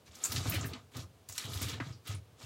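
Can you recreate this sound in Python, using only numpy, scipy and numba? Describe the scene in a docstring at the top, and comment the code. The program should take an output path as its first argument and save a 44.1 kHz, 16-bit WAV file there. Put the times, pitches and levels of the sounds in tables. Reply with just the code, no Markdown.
"""Chunky wet slime, kneaded by fingers in a small plastic tub, close to a mono microphone.
Three squeezes and a few short pokes burst swarms of tiny bubbles that ring the tub.
Larger air pockets snap open or gulp; one finger rub rings the tub; each push gives it a soft low thud.
The quiet room adds a faint hum and hiss, and a brief tail on the swarms, snaps and rub."""
import sys
import numpy as np
from scipy import signal
from scipy.fft import rfft, irfft
from scipy.io import wavfile
from numba import njit

SR = 44100
rng = np.random.default_rng(int(sys.argv[2]) if len(sys.argv) > 2 else 0)


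def put_to_file(sound):
    """Save the sound as 16-bit audio at rate SR, in the file named by the first command-line argument."""
    columns = np.atleast_2d(sound).T  # one column per channel
    safe = np.clip(columns, -1, 1)
    whole_steps = np.round(safe * 32767)
    wavfile.write(sys.argv[1], SR, whole_steps.astype(np.int16))


N = 108045

# room noise spectrum: freq_hz, relative_density_db
ROOM_SPECTRUM = [(25, -9), (97, -5.5), (363, -15.5), (440, -12), (545, -14.5), (863, -19.5), (2050, -27),
                 (3080, -26), (16000, -37.5)]
# finger pushes on the tub: start_s, level_db, pitch_hz
THUDS = [(0.089, -46, 78), (0.292, -36.5, 86.5), (0.344, -28, 90.5), (0.371, -26.5, 100.8),
         (0.402, -27.5, 92), (.448, -33, 100), (0.475, -24, 88.7), (0.512, -33.5, 159),
         (0.555, -27.5, 96.3), (0.603, -29, 101), (0.645, -28, 109.7), (0.714, -45.5, 116),
         (.953, -36, 111), (0.985, -32, 95.4), (1.017, -40.5, 95.6), (1.077, -70, 80), (1.291, -43.5, 92),
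         (1.444, -36.5, 109.3), (1.484, -38.5, 113), (1.514, -34, 94), (1.554, -31, 92), (1.618, -31.5, 88),
         (1.647, -31.5, 97.3), (1.726, -32, 102), (1.768, -39, 112), (1.809, -31.5, 115.8),
         (1.864, -36, 125.7), (1.898, -35.5, 115.8), (2.089, -31, 100), (2.137, -33, 96.6),
         (2.322, -48.5, 97), (2.432, -42, 102)]
# shifting slime, rumble and hollow gurgle: centre_hz, width_hz, level_re_push_db
SHIFT_BANDS = [(93.6, 50.6, -8), (308, 116, -25.5)]
# big bubbles: start_s, level_db, first_hz, last_hz
GULPS = [(.457, -37, 275, 250), (.531, -45, 645, 540), (0.538, -40, 345, 314), (0.637, -40.5, 232, 278),
         (.733, -41.5, 265, 239), (0.752, -42, 242, 228), (1.612, -38.5, 264, 241), (1.678, -43, 296, 277),
         (1.694, -46, 430, 460), (1.801, -35, 405, 215)]
# snapping air pockets, and one finger rub that rings the tub (first row):
# start_s, level_db, pitch_hz, width_hz, decay_s, bare_click_db
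SNAPS_AND_RUB = [(.244, -44.5, 1280, 447, 0.02, -30), (0.152, -45, 6100, 4000, 0.0045, -5),
                 (0.238, -20, 7320, 1960, 0.0027, -11.5), (0.248, -24, 7800, 1500, 0.002, -16),
                 (0.2527, -27, 7270, 1300, 0.0059, -4.5), (0.318, -29.5, 4870, 3930, 0.0082, 8.5),
                 (0.3605, -30, 3430, 4470, 0.0072, -28), (0.378, -35, 4300, 4000, 0.0057, -8),
                 (0.455, -39.5, 720, 600, 0.0098, -31), (0.4966, -25.5, 13700, 5540, 0.0029, -26),
                 (0.519, -38, 2350, 1190, 0.023, -19), (0.54, -33.5, 2660, 3020, 0.011, 7),
                 (0.554, -32, 2230, 2210, 0.011, -32), (0.656, -47, 13700, 5000, 0.02, -11),
                 (0.61, -36.5, 6640, 1500, 0.0036, -21), (0.64, -41.5, 1760, 1520, 0.019, -16),
                 (0.733, -35.5, 3260, 2500, 0.0033, -31), (0.967, -39.5, 5000, 6040, 0.0044, 3),
                 (1.2877, -36.5, 6350, 6050, 0.0033, 4), (1.296, -37.5, 6400, 5000, 0.0028, 10),
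                 (1.3213, -40.5, 6800, 3020, 0.0085, -1), (1.379, -25, 3860, 9300, 0.0023, -43),
                 (1.3829, -32.5, 3240, 7200, 0.0034, -33), (1.437, -45, 3420, 1000, 0.045, -16),
                 (1.534, -35, 3670, 1490, 0.0029, -6), (1.574, -34.5, 4130, 4000, 0.0022, -3),
                 (1.615, -38, 14100, 3930, 0.006, -14), (1.624, -35.5, 6800, 8100, 0.0055, -6),
                 (1.683, -38.5, 3300, 2470, 0.015, -3), (1.739, -40.5, 3540, 2500, 0.0036, -14),
                 (1.8, -35.5, 1870, 1620, 0.0081, -34), (1.801, -41.5, 1240, 590, 0.018, -26),
                 (1.799, -36, 670, 400, 0.003, -42), (1.922, -56, 4800, 1810, 0.026, -27),
                 (2.072, -40, 9000, 9400, 0.0063, 20), (2.149, -45, 9350, 1800, 0.0034, -14)]
# tub resonances: centre_hz, width_hz, gain_db
TUB_MODES = [(251, 85, 7), (1254, 143, 5.5), (2270, 75, -2), (3730, 960, -4), (4600, 280, -17),
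             (7030, 920, -13.5)]
# bubble swarms (squelch, wet crackle, fine crackle, fizz):
# low_hz, high_hz, bubbles_per_s, ring_cycles, scatter_db, gain_db
SWARMS = [(232.6, 1326, 1500, 9.8, 2.5, -1.5), (1460, 4230, 4500, 8.7, 2.5, -2),
          (4370, 8160, 6700, 9.5, 5, -2), (7840, 13770, 8000, 13, 4, -6)]
# swarm envelopes, one table per squeeze: time_s, squelch_db, wet_crackle_db, fine_crackle_db, fizz_db
SQUEEZES = [
    [(0.11, -66, -64, -63, -99), (0.152, -61.5, -61, -59, -56), (0.212, -58, -55.5, -59, -61),
     (0.25, -56, -50.5, -39.5, -36.5), (0.286, -54, -52.5, -49.5, -48.5), (0.36, -46, -44.5, -42.5, -44),
     (0.43, -53.5, -51.5, -48, -55.5), (0.476, -48.5, -43.5, -42, -46), (0.534, -46, -46, -47, -45.5),
     (0.642, -46.5, -50, -51.5, -64), (0.67, -50, -63, -57, -45), (0.756, -48.5, -49, -61, -93),
     (0.85, -73, -84, -78, -96)],
    [(.915, -67, -69, -73, -66), (.95, -54, -51, -57, -60), (.972, -47, -50.5, -54.5, -56),
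     (1.005, -54.5, -54, -51, -58), (1.042, -60, -63.5, -63.5, -62), (1.056, -68, -80, -82, -87)],
    [(1.395, -59.5, -44.5, -48.5, -52), (1.459, -46.5, -50, -48.5, -49.5), (1.473, -51, -59, -53.5, -60),
     (1.547, -51.5, -51, -45, -42.5), (1.607, -48.5, -48, -47.5, -55), (1.617, -44.5, -43, -44, -43),
     (1.629, -44.5, -43, -39.5, -41), (1.669, -52.5, -45.5, -52, -52), (1.695, -51.5, -45.5, -41, -50),
     (1.735, -48.5, -45.5, -55, -55), (1.79, -51, -57, -68, -81)],
]
# short pokes: peak_s, rise_s, fall_s, level_db, tilt_db_per_swarm
POKES = [(.075, 0.018, .018, -58.5, 2), (1.311, 0.023, .025, -56, 6.5), (1.371, 0.023, .018, -48.5, 7),
         (1.866, 0.058, 0.064, -55, -1), (2.087, .027, 0.064, -45.5, 0), (2.429, 0.035, 0.057, -52, 0.5)]
# swarm balance in a poke: squelch_db, wet_crackle_db, fine_crackle_db, fizz_db
POKE_MIX_DB = (-3, -1.5, -2.5, -10)


def undb(db):
    """Decibels to gain."""
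    return 10 ** (np.asarray(db) / 20)


def unit(x):
    """Scale to rms 1."""
    return x / np.sqrt(np.mean(x ** 2) + 1e-18)


def ring(x, hz, width_hz):
    """One resonance, gain 1 at its centre."""
    q = hz / min(width_hz, .3 * SR)
    return signal.lfilter(*signal.iirpeak(min(hz, .45 * SR), q, fs=SR), x)


def ring_twice(x, hz, width_hz):
    """Two equal resonances in series; rms 1."""
    return unit(ring(ring(x, hz, width_hz), hz, width_hz))


def room_tone(level_db=-63):
    """Faint steady hum and hiss of the room."""
    hz, db = np.array(ROOM_SPECTRUM).T
    bin_hz = np.maximum(np.arange(N // 2 + 1) * SR / N, 1)
    shape = undb(np.interp(np.log(bin_hz), np.log(hz), db))
    return undb(level_db) * unit(irfft(rfft(rng.standard_normal(N)) * shape, N))


def room_reverb(x, t, tail_db=-6.5, t60_s=.13, gap_s=.003):
    """Direct sound plus a short diffuse tail."""
    age = t[:SR // 2]
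    tail = rng.standard_normal(len(age)) * undb(-60 * age / t60_s) * (age > gap_s)
    response = undb(tail_db) * tail / np.linalg.norm(tail)
    response[0] += 1
    return signal.fftconvolve(x, response / np.linalg.norm(response))[:N]


def slime_shift(push, lag_s=.03):
    """The mass of slime shifts after each push: low bands of noise."""
    pole = np.exp(-1 / (lag_s * SR))
    motion = signal.lfilter([1 - pole], [1, -pole], push)
    return sum(undb(db) * motion * ring_twice(rng.standard_normal(N), hz, width_hz)
               for hz, width_hz, db in SHIFT_BANDS)


def thuds(t, rise_s=.0079, decay_s=.013, tail_db=-21, tail_s=.1, sharp_share=.067):
    """Each push rocks the tub and shifts the slime; the pitch starts sharp, sags as the push relaxes."""
    out, push = np.zeros(N), np.zeros(N)
    for start_s, db, hz in THUDS:
        age = np.maximum(t - start_s, 0)
        fade = np.exp(-np.maximum(age - rise_s, 0) / decay_s)
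        tail = undb(tail_db) * np.exp(-age / tail_s)
        strength = undb(db) * np.minimum(age / rise_s, 1) * (fade + tail)
        cycles = hz * (age + sharp_share * decay_s * (1 - np.exp(-age / decay_s)))
        out += strength * np.sin(2 * np.pi * cycles)
        push += strength
    return out + slime_shift(push)


def gulps(t, swell_s=.0062, slide_s=.0081):
    """A big trapped bubble sounds a short hollow note; its pitch slides as the cavity changes size."""
    out = np.zeros(N)
    for start_s, db, first_hz, last_hz in GULPS:
        age = np.maximum(t - start_s, 0)
        hz = last_hz + (first_hz - last_hz) * np.exp(-age / slide_s)
        phase = 2 * np.pi * np.cumsum(hz * (age > 0)) / SR
        envelope = age / swell_s * np.exp(1 - age / swell_s)
        out += undb(db) * envelope * np.sin(phase)
    return out


def snaps_and_rub(t, rise_s=.0017, clicks_per_s=22000):
    """A quick dying run of clicks rings a tearing air pocket or, for the one finger rub, the tub."""
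    out = np.zeros(N)
    age = t[:SR // 10]
    for start_s, db, hz, width_hz, decay_s, click_db in SNAPS_AND_RUB:
        clicks = rng.standard_normal(len(age)) * (rng.random(len(age)) < clicks_per_s / SR)
        clicks *= (1 - np.exp(-age / rise_s)) * np.exp(-age / decay_s)
        burst = unit(ring_twice(clicks, hz, width_hz) + undb(click_db) * unit(clicks))
        decay_rms = np.sqrt(.5 * decay_s / age[-1])
        i = int(start_s * SR)
        out[i:i + len(age)] += (undb(db) * decay_rms * burst)[:N - i]
    return out


@njit
def bubbles(start_sample, hz, cycles, amplitude):
    """Each bubble is a damped sine, down 50 dB after its number of cycles."""
    out = np.zeros(N)
    for k, start in enumerate(start_sample):
        ring_samples = cycles[k] * SR / hz[k]
        step = np.exp(2j * np.pi * hz[k] / SR - 5.76 / ring_samples)
        phasor = amplitude[k] + 0j
        for i in range(int(start), min(int(start + ring_samples), N)):
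            phasor *= step
            out[i] += phasor.imag
    return out


def swarm(low_hz, high_hz, bubbles_per_s, cycles, scatter_db,
          per_cluster=4, cluster_s=.016, detune_share=.2):
    """Tiny bubbles burst in clusters of like pitch, many faint and a few strong; rms 1."""
    count = int(bubbles_per_s * N / SR)
    lag, detune, sustain, strength = rng.random((32000, 4))[:count].T
    onset, pitch = np.repeat(rng.random((8000, 2)), per_cluster, axis=0)[:count].T
    start_sample = onset * N + lag * cluster_s * SR
    hz = low_hz * (high_hz / low_hz) ** (pitch + detune_share * (detune - .5))
    strength_db = -scatter_db * np.log(1 - .985 * strength)  # capped exponential spread
    amplitude = undb(strength_db) * (hz / low_hz) ** .98
    return unit(bubbles(start_sample, hz, cycles * (.5 + sustain), amplitude))


def finger_effort(t, swarm_index):
    """Gain of one swarm: the squeezes plus the swell and fall of each poke."""
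    gain = np.zeros(N)
    for rows in map(np.array, SQUEEZES):
        gain += undb(np.interp(t, rows[:, 0], rows[:, 1 + swarm_index], left=-200, right=-200))
    above_middle = swarm_index - (len(SWARMS) - 1) / 2
    for peak_s, rise_s, fall_s, db, tilt_db in POKES:
        width_s = np.where(t < peak_s, rise_s, fall_s)
        peak_db = db + POKE_MIX_DB[swarm_index] + tilt_db * above_middle
        gain += undb(peak_db) * np.exp(-((t - peak_s) / width_s) ** 2)
    return gain


def squish(t):
    """Four bubble swarms sound through the tub and follow the fingers."""
    out = np.zeros(N)
    for k, (low_hz, high_hz, bubbles_per_s, cycles, scatter_db, db) in enumerate(SWARMS):
        bursts = swarm(low_hz, high_hz, bubbles_per_s, cycles, scatter_db)
        band = signal.butter(2, [low_hz * .58, high_hz * 1.08], "band", fs=SR, output="sos")
        bursts = signal.sosfilt(band, bursts)
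        tub = sum(undb(gain_db) * ring(bursts, hz, width_hz) for hz, width_hz, gain_db in TUB_MODES)
        out += undb(db) * unit(bursts + tub) * finger_effort(t, k)
    return out


def scene():
    """Slime, tub and room, the same in both channels."""
    t = np.arange(N) / SR
    crackle = squish(t) + snaps_and_rub(t)
    mono = room_reverb(crackle, t) + gulps(t) + thuds(t) + room_tone()
    return np.array([mono, mono])


def record(dry, low_cut_hz=75.5, high_cut_hz=15900):
    """The microphone drops the deep bass; the recorder cuts the top."""
    highpass = signal.butter(3, low_cut_hz, "high", fs=SR, output="sos")
    lowpass = signal.ellip(10, .2, 80, high_cut_hz, fs=SR, output="sos")
    return signal.sosfilt(lowpass, signal.sosfilt(highpass, dry))


dry = scene()
out = record(dry)
put_to_file(out)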